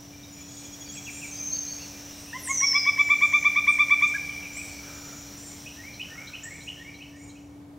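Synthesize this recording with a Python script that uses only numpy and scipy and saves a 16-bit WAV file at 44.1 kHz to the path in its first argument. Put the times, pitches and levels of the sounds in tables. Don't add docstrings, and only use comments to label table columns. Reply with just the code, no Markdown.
import sys
import numpy as np
from scipy import signal
from scipy.fft import rfft, irfft, next_fast_len
from scipy.io import wavfile

SR = 44100
rng = np.random.default_rng(int(sys.argv[2]) if len(sys.argv) > 2 else 0)


def transcribe(signal):
    frames = np.atleast_2d(signal).T
    limited = np.clip(frames, -1, 1)
    pcm = np.round(limited * 32767).astype(np.int16)
    wavfile.write(sys.argv[1], SR, pcm)


N = 343098
TIME = np.arange(N) / SR

# (time [s], length [s], level before throat and bill [dB])
NOTES = [(2.329, 0.053, -30.5), (2.473, .056, -29.5), (2.605, 0.056, -29.5), (2.729, 0.059, -29.5),
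         (2.852, .054, -29), (2.974, 0.05, -28.5), (3.087, 0.06, -28), (3.207, 0.056, -27),
         (3.324, 0.053, -27), (3.44, .049, -26.5), (3.552, 0.0528, -27.5), (3.666, 0.047, -25.5),
         (3.782, 0.053, -26), (3.897, .052, -26.5), (4.012, 0.052, -26.5)]


def amp(db):
    return 10 ** (np.asarray(db) / 20)


def evened(x):
    return x / np.sqrt(np.mean(x ** 2) + 1e-20)


def read(points, hz):
    f, value = np.transpose(points)
    return np.interp(np.log(hz + 1), np.log(f + 1), value)


def add(mix, s, sound):
    part = mix[max(round(s * SR), 0):][:len(sound)]
    part += sound[:len(part)]


def colour(x, points):
    size = next_fast_len(len(x) + 4096)
    gain = amp(read(points, np.fft.rfftfreq(size, 1 / SR)))
    return irfft(rfft(x, size) * gain, size)[:len(x)]


def waver(t, rate_hz):
    knots = rng.standard_normal(1024)
    return np.interp((t - t[0]) * rate_hz, np.arange(len(knots)), knots)


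def whistle(rows, jitter):
    s, hz, db = np.transpose(rows)
    t = np.arange(s[0], max(s[-1], s[0] + .005), 1 / SR)
    pitch_hz = np.interp(t, s, hz) * (1 + jitter * waver(t, 500))
    turns = np.cumsum(pitch_hz) / SR
    level = np.sqrt(2) * amp(np.interp(t, s, db))
    return s[0], level * np.sin(2 * np.pi * turns) * signal.windows.tukey(len(t), .1)


def chirp(s, length, start_hz, middle_hz, end_hz, db, jitter, edge_db):
    u = np.linspace(0, 1, 9)
    parabola = np.polyfit([0, .5, 1], [start_hz, middle_hz, end_hz], 2)
    level_db = db + edge_db * (2 * u - 1) ** 2
    return whistle(np.transpose([s + u * length, np.polyval(parabola, u), level_db]), jitter)


def wood(x, near_db, near_s):
    # (frequency [Hz], time to fall 60 dB [s])
    wood_t60 = [(1100, 2.5), (2350, 2.5), (3500, 0.5), (6000, 1.5), (11000, 1)]
    taps = rng.standard_normal(2 * SR) * (rng.random(2 * SR) < 2500 / SR)
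    hz, t, z = signal.stft(taps, SR, nperseg=256)
    tail = amp(-60 * t / read(wood_t60, hz)[:, None])
    near = 1 + amp(near_db) * np.exp(-t / near_s)
    onset = np.minimum(t / 0.0042, 1)
    fade = tail * near * onset
    fade /= np.sqrt(np.mean(fade ** 2, axis=1, keepdims=True))
    echo = signal.istft(z * fade, SR, nperseg=256)[1] / np.linalg.norm(taps)
    return signal.fftconvolve(x, echo)[:N]


def swell(s):
    from_share, full_s, fade_start_s, fade_end_s = 0.47, 1.5, 4.96, 7.67
    rise = from_share + (1 - from_share) * s / full_s
    fade = (fade_end_s - s) / (fade_end_s - fade_start_s)
    return 20 * np.log10(np.clip(np.minimum(rise, fade), .004, 1))


def far_rumble(rumble_db=-50.0):
    # (frequency [Hz], relative density [dB per Hz])
    rumble_shape = [(20, -31), (40, -16), (65, 0), (90, 1), (130, 0), (190, -4.5), (240, -9), (400, -11.5),
                    (750, -13.5), (1100, -19), (1700, -26), (2400, -32.5), (3500, -31.5), (15500, -41)]
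    # (frequency [Hz], correlation [0-1])
    likeness = [(60, 1), (250, 0.93), (450, 0.63), (800, 0.42), (1300, 0), (4000, 0.45)]
    same = np.clip(read(likeness, np.fft.rfftfreq(N, 1 / SR)), 0, 1)
    a, b = rfft(rng.standard_normal((2, N)))
    mid = colour(irfft(a * np.sqrt(1 + same), N), rumble_shape)
    side = colour(irfft(b * np.sqrt(1 - same), N), rumble_shape)
    level_db = rumble_db + 0.87 * waver(TIME, 15)
    return amp(level_db) * evened(np.array([mid + side, mid - side]))


def high_hiss(hiss_db=-44.0, width_db=-24):
    # (frequency [Hz], relative density [dB per Hz])
    hiss_shape = [(120, 7.5), (190, 18), (300, 4), (600, 9.5), (1100, 3.5), (2000, 4.5), (4000, 4),
                  (4900, 1.5), (5200, 10.5), (5950, 18.5), (6150, 7), (7200, 3), (9500, -6), (15500, 0)]
    mid, side = (evened(colour(noise, hiss_shape)) for noise in rng.standard_normal((2, N)))
    swell_db = swell(TIME) + 0.5 * waver(TIME, 25)
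    return amp(hiss_db + swell_db) * (mid + amp(width_db) * np.array([side, -side]))


def steady_hum():
    # (time [s], level before the left-right tilt [dB])
    hum_levels = [(0, -50.5), (1.5, -48.5), (3, -51.5), (4.5, -49.5), (5.6, -49.5), (6.2, -55), (6.8, -52),
                  (7.3, -47), (7.78, -47.5)]
    turns = np.cumsum(287.9 + 0.36 * waver(TIME, 4.45)) / SR
    level = np.sqrt(2) * amp(np.interp(TIME, *np.transpose(hum_levels)))
    return level * np.sin(2 * np.pi * turns) * amp([[.8], [-.8]])


def background():
    return far_rumble() + high_hiss() + steady_hum()


def chorus(db=-59, spread_db=5, count=170):
    out = np.zeros(N)
    for when, pitch, length, slide, size in rng.random((count, 5)):
        s, hz = when * N / SR, 2400 * 3.7 ** pitch
        end_s, end_hz = s + 0.0243 + 0.071 * length, hz * (.88 + .22 * slide)
        level_db = db + spread_db * (size - .5) + swell(s)
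        add(out, *whistle([(s, hz, level_db), (end_s, end_hz, level_db)], jitter=0.023))
    return wood(out, near_db=-9, near_s=0.044)


def far_caller(start_s=.08, period_s=0.26, length_s=0.059, hz=2380, db=-53, count=8):
    out = np.zeros(N)
    for k, (late, size) in enumerate(rng.standard_normal((count, 2))):
        s = start_s + k * period_s + .015 * late
        add(out, *chirp(s, length_s, hz, hz, hz, db + size, jitter=0.03, edge_db=-3))
    return wood(out, near_db=7.5, near_s=0.021)


def chirpers():
    # (time [s], length [s], start [Hz], middle [Hz], end [Hz], level [dB])
    chirps = [(0.232, .033, 3750, 3760, 3770, -53), (0.86, .03, 4660, 4500, 4350, -44),
              (0.92, 0.044, 7200, 7500, 7730, -35.5), (0.95, 0.045, 2790, 2500, 2290, -44.5),
              (1.068, 0.03, 2790, 2564, 2230, -36), (1.335, .057, 4500, 4830, 4830, -49),
              (1.216, 0.045, 2790, 2470, 2220, -37.5), (1.516, 0.058, 4080, 4500, 4480, -42),
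              (1.67, 0.072, 4150, 4480, 4450, -42), (1.777, 0.086, 2134, 2747, 2160, -47.5),
              (1.817, 0.037, 4700, 4420, 4430, -42), (2.267, 0.075, 2500, 2700, 2660, -49.5),
              (3.317, .12, 6300, 6150, 6100, -40), (3.688, 0.056, 8500, 8320, 6150, -41),
              (4.016, .08, 7100, 6370, 6450, -43), (4.073, 0.016, 6400, 7530, 8000, -35),
              (4.295, 0.039, 3255, 3040, 2920, -50), (4.426, 0.048, 2750, 2500, 2450, -45),
              (4.53, 0.052, 7170, 7300, 8170, -40.5), (4.568, .05, 2250, 2400, 2580, -37.5),
              (6.434, 0.016, 6390, 7470, 8000, -32), (6.773, .033, 3000, 3210, 3300, -49)]
    # (time [s], length [s], mid pitch of lower voice [Hz], level [dB])
    lisps = [(0.477, 0.21, 6800, -49.5), (1.093, .22, 7330, -43), (3.18, 0.13, 6900, -48),
             (4.538, 0.2, 7800, -47.5), (5.368, 0.16, 7460, -42.5), (6.48, .22, 7270, -53.5),
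             (7.156, .16, 7130, -54)]
    # (time [s], length [s], pitch [Hz], level [dB], pitch jitter [share of pitch])
    buzzes = [(2.16, .27, 9000, -58, 0.014), (2.98, 0.47, 7060, -47, 0.026), (3.9, 0.52, 9000, -63, .012),
              (4.783, 0.39, 1407, -53, .14), (4.93, 0.35, 6940, -48.5, 0.034),
              (6.078, 0.28, 1460, -54.5, .12)]
    start_ratio, end_ratio, upper_ratio, upper_db = .93, .88, 1.21, -6.5
    out = np.zeros(N)
    for row in chirps:
        add(out, *chirp(*row, jitter=.026, edge_db=1))
    for s, length, hz, db in lisps:
        for voice_hz, voice_db in ((hz, db), (hz * upper_ratio, db + upper_db)):
            start_hz, end_hz = start_ratio * voice_hz, end_ratio * voice_hz
            add(out, *chirp(s, length, start_hz, voice_hz, end_hz, voice_db, jitter=0.0338, edge_db=-2))
    for s, length, hz, db, buzz in buzzes:
        add(out, *chirp(s, length, hz, hz, hz, db, jitter=buzz, edge_db=2))
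    out *= amp(3.3 * waver(TIME, 70) - 3)
    return amp(-3.0) * out + amp(-4.0) * wood(out, near_db=10.0, near_s=0.13)


def trill(count=11, period_s=.0805, pip_s=.028, direct_db=-2.5, echo_db=-3):
    # (start [s], peak time [s], start pitch [Hz], sink [Hz/s],
    #          peak level before direct/echo gains [dB], rise [dB/s], fall [dB/s])
    trills = [(0.322, 0.91, 6915, 425, -40, 9, 30), (0.404, .97, 3385, 105, -43.5, 22, 60)]
    out = np.zeros(N)
    for start, peak_s, start_hz, sink, peak_db, rise, fall in trills:
        for s in start + period_s * np.arange(count):
            hz = start_hz - sink * (s - start)
            db = peak_db - max(rise * (peak_s - s), fall * (s - peak_s))
            add(out, *chirp(s, pip_s, hz, hz, hz, db, jitter=.007, edge_db=-7))
    return amp(direct_db) * out + amp(echo_db) * wood(out, near_db=8, near_s=.08)


def whistlers(haze_hz=5950, haze_db=-7, steep_hz=7000, scatter_db=3):
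    # (time [s], pitch [Hz], level before direct/echo gains [dB])
    level_whistle = [(1.29, 6300, -38.5), (1.42, 6250, -33), (1.53, 6370, -28.5), (1.63, 6350, -33.5),
                     (1.8, 6470, -48.5)]
    falling_whistle = [(2.37, 12160, -54), (2.415, 11300, -46), (2.445, 8900, -35.5), (2.495, 6670, -30.5),
                       (2.54, 6100, -26), (2.63, 5625, -24.5), (2.757, 5200, -25.5), (2.82, 4944, -30)]
    out = np.zeros(N)
    add(out, *whistle(level_whistle, jitter=0.013))
    add(out, *whistle(falling_whistle, jitter=.008))
    direct = colour(out, [(haze_hz, 0), (haze_hz + 1, haze_db)])
    scattered = colour(out, [(steep_hz, 0), (steep_hz * 2.5, scatter_db)])
    return amp(-2.0) * direct + amp(-1.5) * wood(scattered, near_db=12.0, near_s=0.087)


def note(s, length, db, jitter=0.0018):
    # (frequency [Hz], gain [dB])
    throat = [(750, -41.5), (930, -17), (1050, -5), (1200, -2), (1700, 10), (2050, -8), (2300, 12.5),
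              (2400, 10), (2900, -16), (3280, -22), (3420, -3.5), (3600, -9.5), (4000, -43), (4700, -28),
              (7500, -43.5)]
    warm_up_s, first_hz, full_hz, pitch_spread_hz = 0.386, 1070.7, 1202, 3.5
    cold_dull_db = -2
    slack_hz, tighten_s, cold_tighten_s, sag_hz, sag_s = 844, 0.00709, 0.011, 100.6, 0.0053
    attack_db, attack_s, release_db, release_s = -13, 0.0047, -30, 0.0036
    shut_db, open_s = -4, 0.027
    t = np.arange(0, length, 1 / SR)
    cold = np.exp(-(s - NOTES[0][0]) / warm_up_s)
    top_hz = full_hz + (first_hz - full_hz) * cold + pitch_spread_hz * rng.standard_normal()
    slack = np.exp(-t / (tighten_s + cold_tighten_s * cold))
    sag = sag_hz * np.exp((t - length) / sag_s)
    hz = (top_hz + (slack_hz - top_hz) * slack - sag) * (1 + jitter * waver(t, 900))
    phase = 2 * np.pi * np.cumsum(hz) / SR
    voice = np.zeros(len(t))
    for k in range(1, 6):
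        harmonic_db = read(throat, k * hz) + cold_dull_db * cold * (k - 1)
        voice += amp(harmonic_db) * np.sin(k * phase)
    attack = attack_db * np.exp(-t / attack_s)
    release = release_db * np.exp((t - length) / release_s)
    bill_db = shut_db * np.maximum(1 - t / open_s, 0)
    level = np.sqrt(2) * amp(db + attack + release + bill_db)
    return s, level * voice * signal.windows.tukey(len(t), .08)


def woodpecker():
    # (time [s], length [s], start [Hz], middle [Hz], end [Hz])
    cluck = (4.139, .034, 1520, 1680, 1540)
    # (delay [s], echo gain [dB])
    trunks = [(.012, -13), (.031, -26), (.058, -20), (.074, -21.5)]
    # (frequency [Hz], gain [dB])
    wood_return = [(1150, -14.5), (1700, -16.5), (2050, 2), (2350, -6), (3500, -8.5), (6000, -15)]
    call, echoes = np.zeros(N), np.zeros(N)
    for row in NOTES:
        add(call, *note(*row))
    add(call, *chirp(*cluck, db=-28.5, jitter=0.0047, edge_db=-10.5))
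    for delay_s, db in trunks:
        add(echoes, delay_s, amp(db) * call)
    return call + echoes + wood(colour(call, wood_return), near_db=4.5, near_s=0.083)


def songbird(pip_echo_db=-6, flutter_db=3):
    # (time [s], slur level [dB], pip level [dB], upstroke level [dB]),
    # before stroke levels, flutter and direct gain
    phrases = [(5.41, -55, -54, -41.5), (5.746, -42, -44, -35.5), (6.084, -40.5, -41, -35),
               (6.418, -40, -43, -37), (6.756, -44.5, -48, -42), (7.105, -51.5, -47, -53)]
    syllables = {"slur": [(.012, 0.0834, 1740, 1980, -5), (.088, .07, 2125, 2397, 2.5)],
                 "pip": [(.188, .014, 3820, 4230, 0), (.196, 0.0083, 3120, 3220, -5)],
                 "upstroke": [(.249, 0.0248, 2395, 3097, 5.5)]}
    out = np.zeros(N)
    for s, *levels in phrases:
        for strokes, syllable_db in zip(syllables.values(), levels):
            for delay, length, start_hz, end_hz, stroke_db in strokes:
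                middle_hz = (start_hz + end_hz) / 2
                db = syllable_db + stroke_db
                add(out, *chirp(s + delay, length, start_hz, middle_hz, end_hz, db, jitter=.013, edge_db=-3))
    out *= amp(flutter_db * waver(TIME, 110) - 1.5)
    sent = colour(out, [(2900, -3.5), (3800, pip_echo_db)])
    return amp(-5.5) * out + wood(sent, near_db=13.5, near_s=0.063)


def scene():
    near = woodpecker() + whistlers() + trill() + songbird()
    far = chirpers() + far_caller() + chorus()
    return near + far + background()


def record(dry, edge_hz=15800):
    taps = signal.firwin(511, edge_hz, window=("kaiser", 9), fs=SR)
    return signal.oaconvolve(dry, taps[None], "same", axes=1)


dry = scene()
out = record(dry)
transcribe(out)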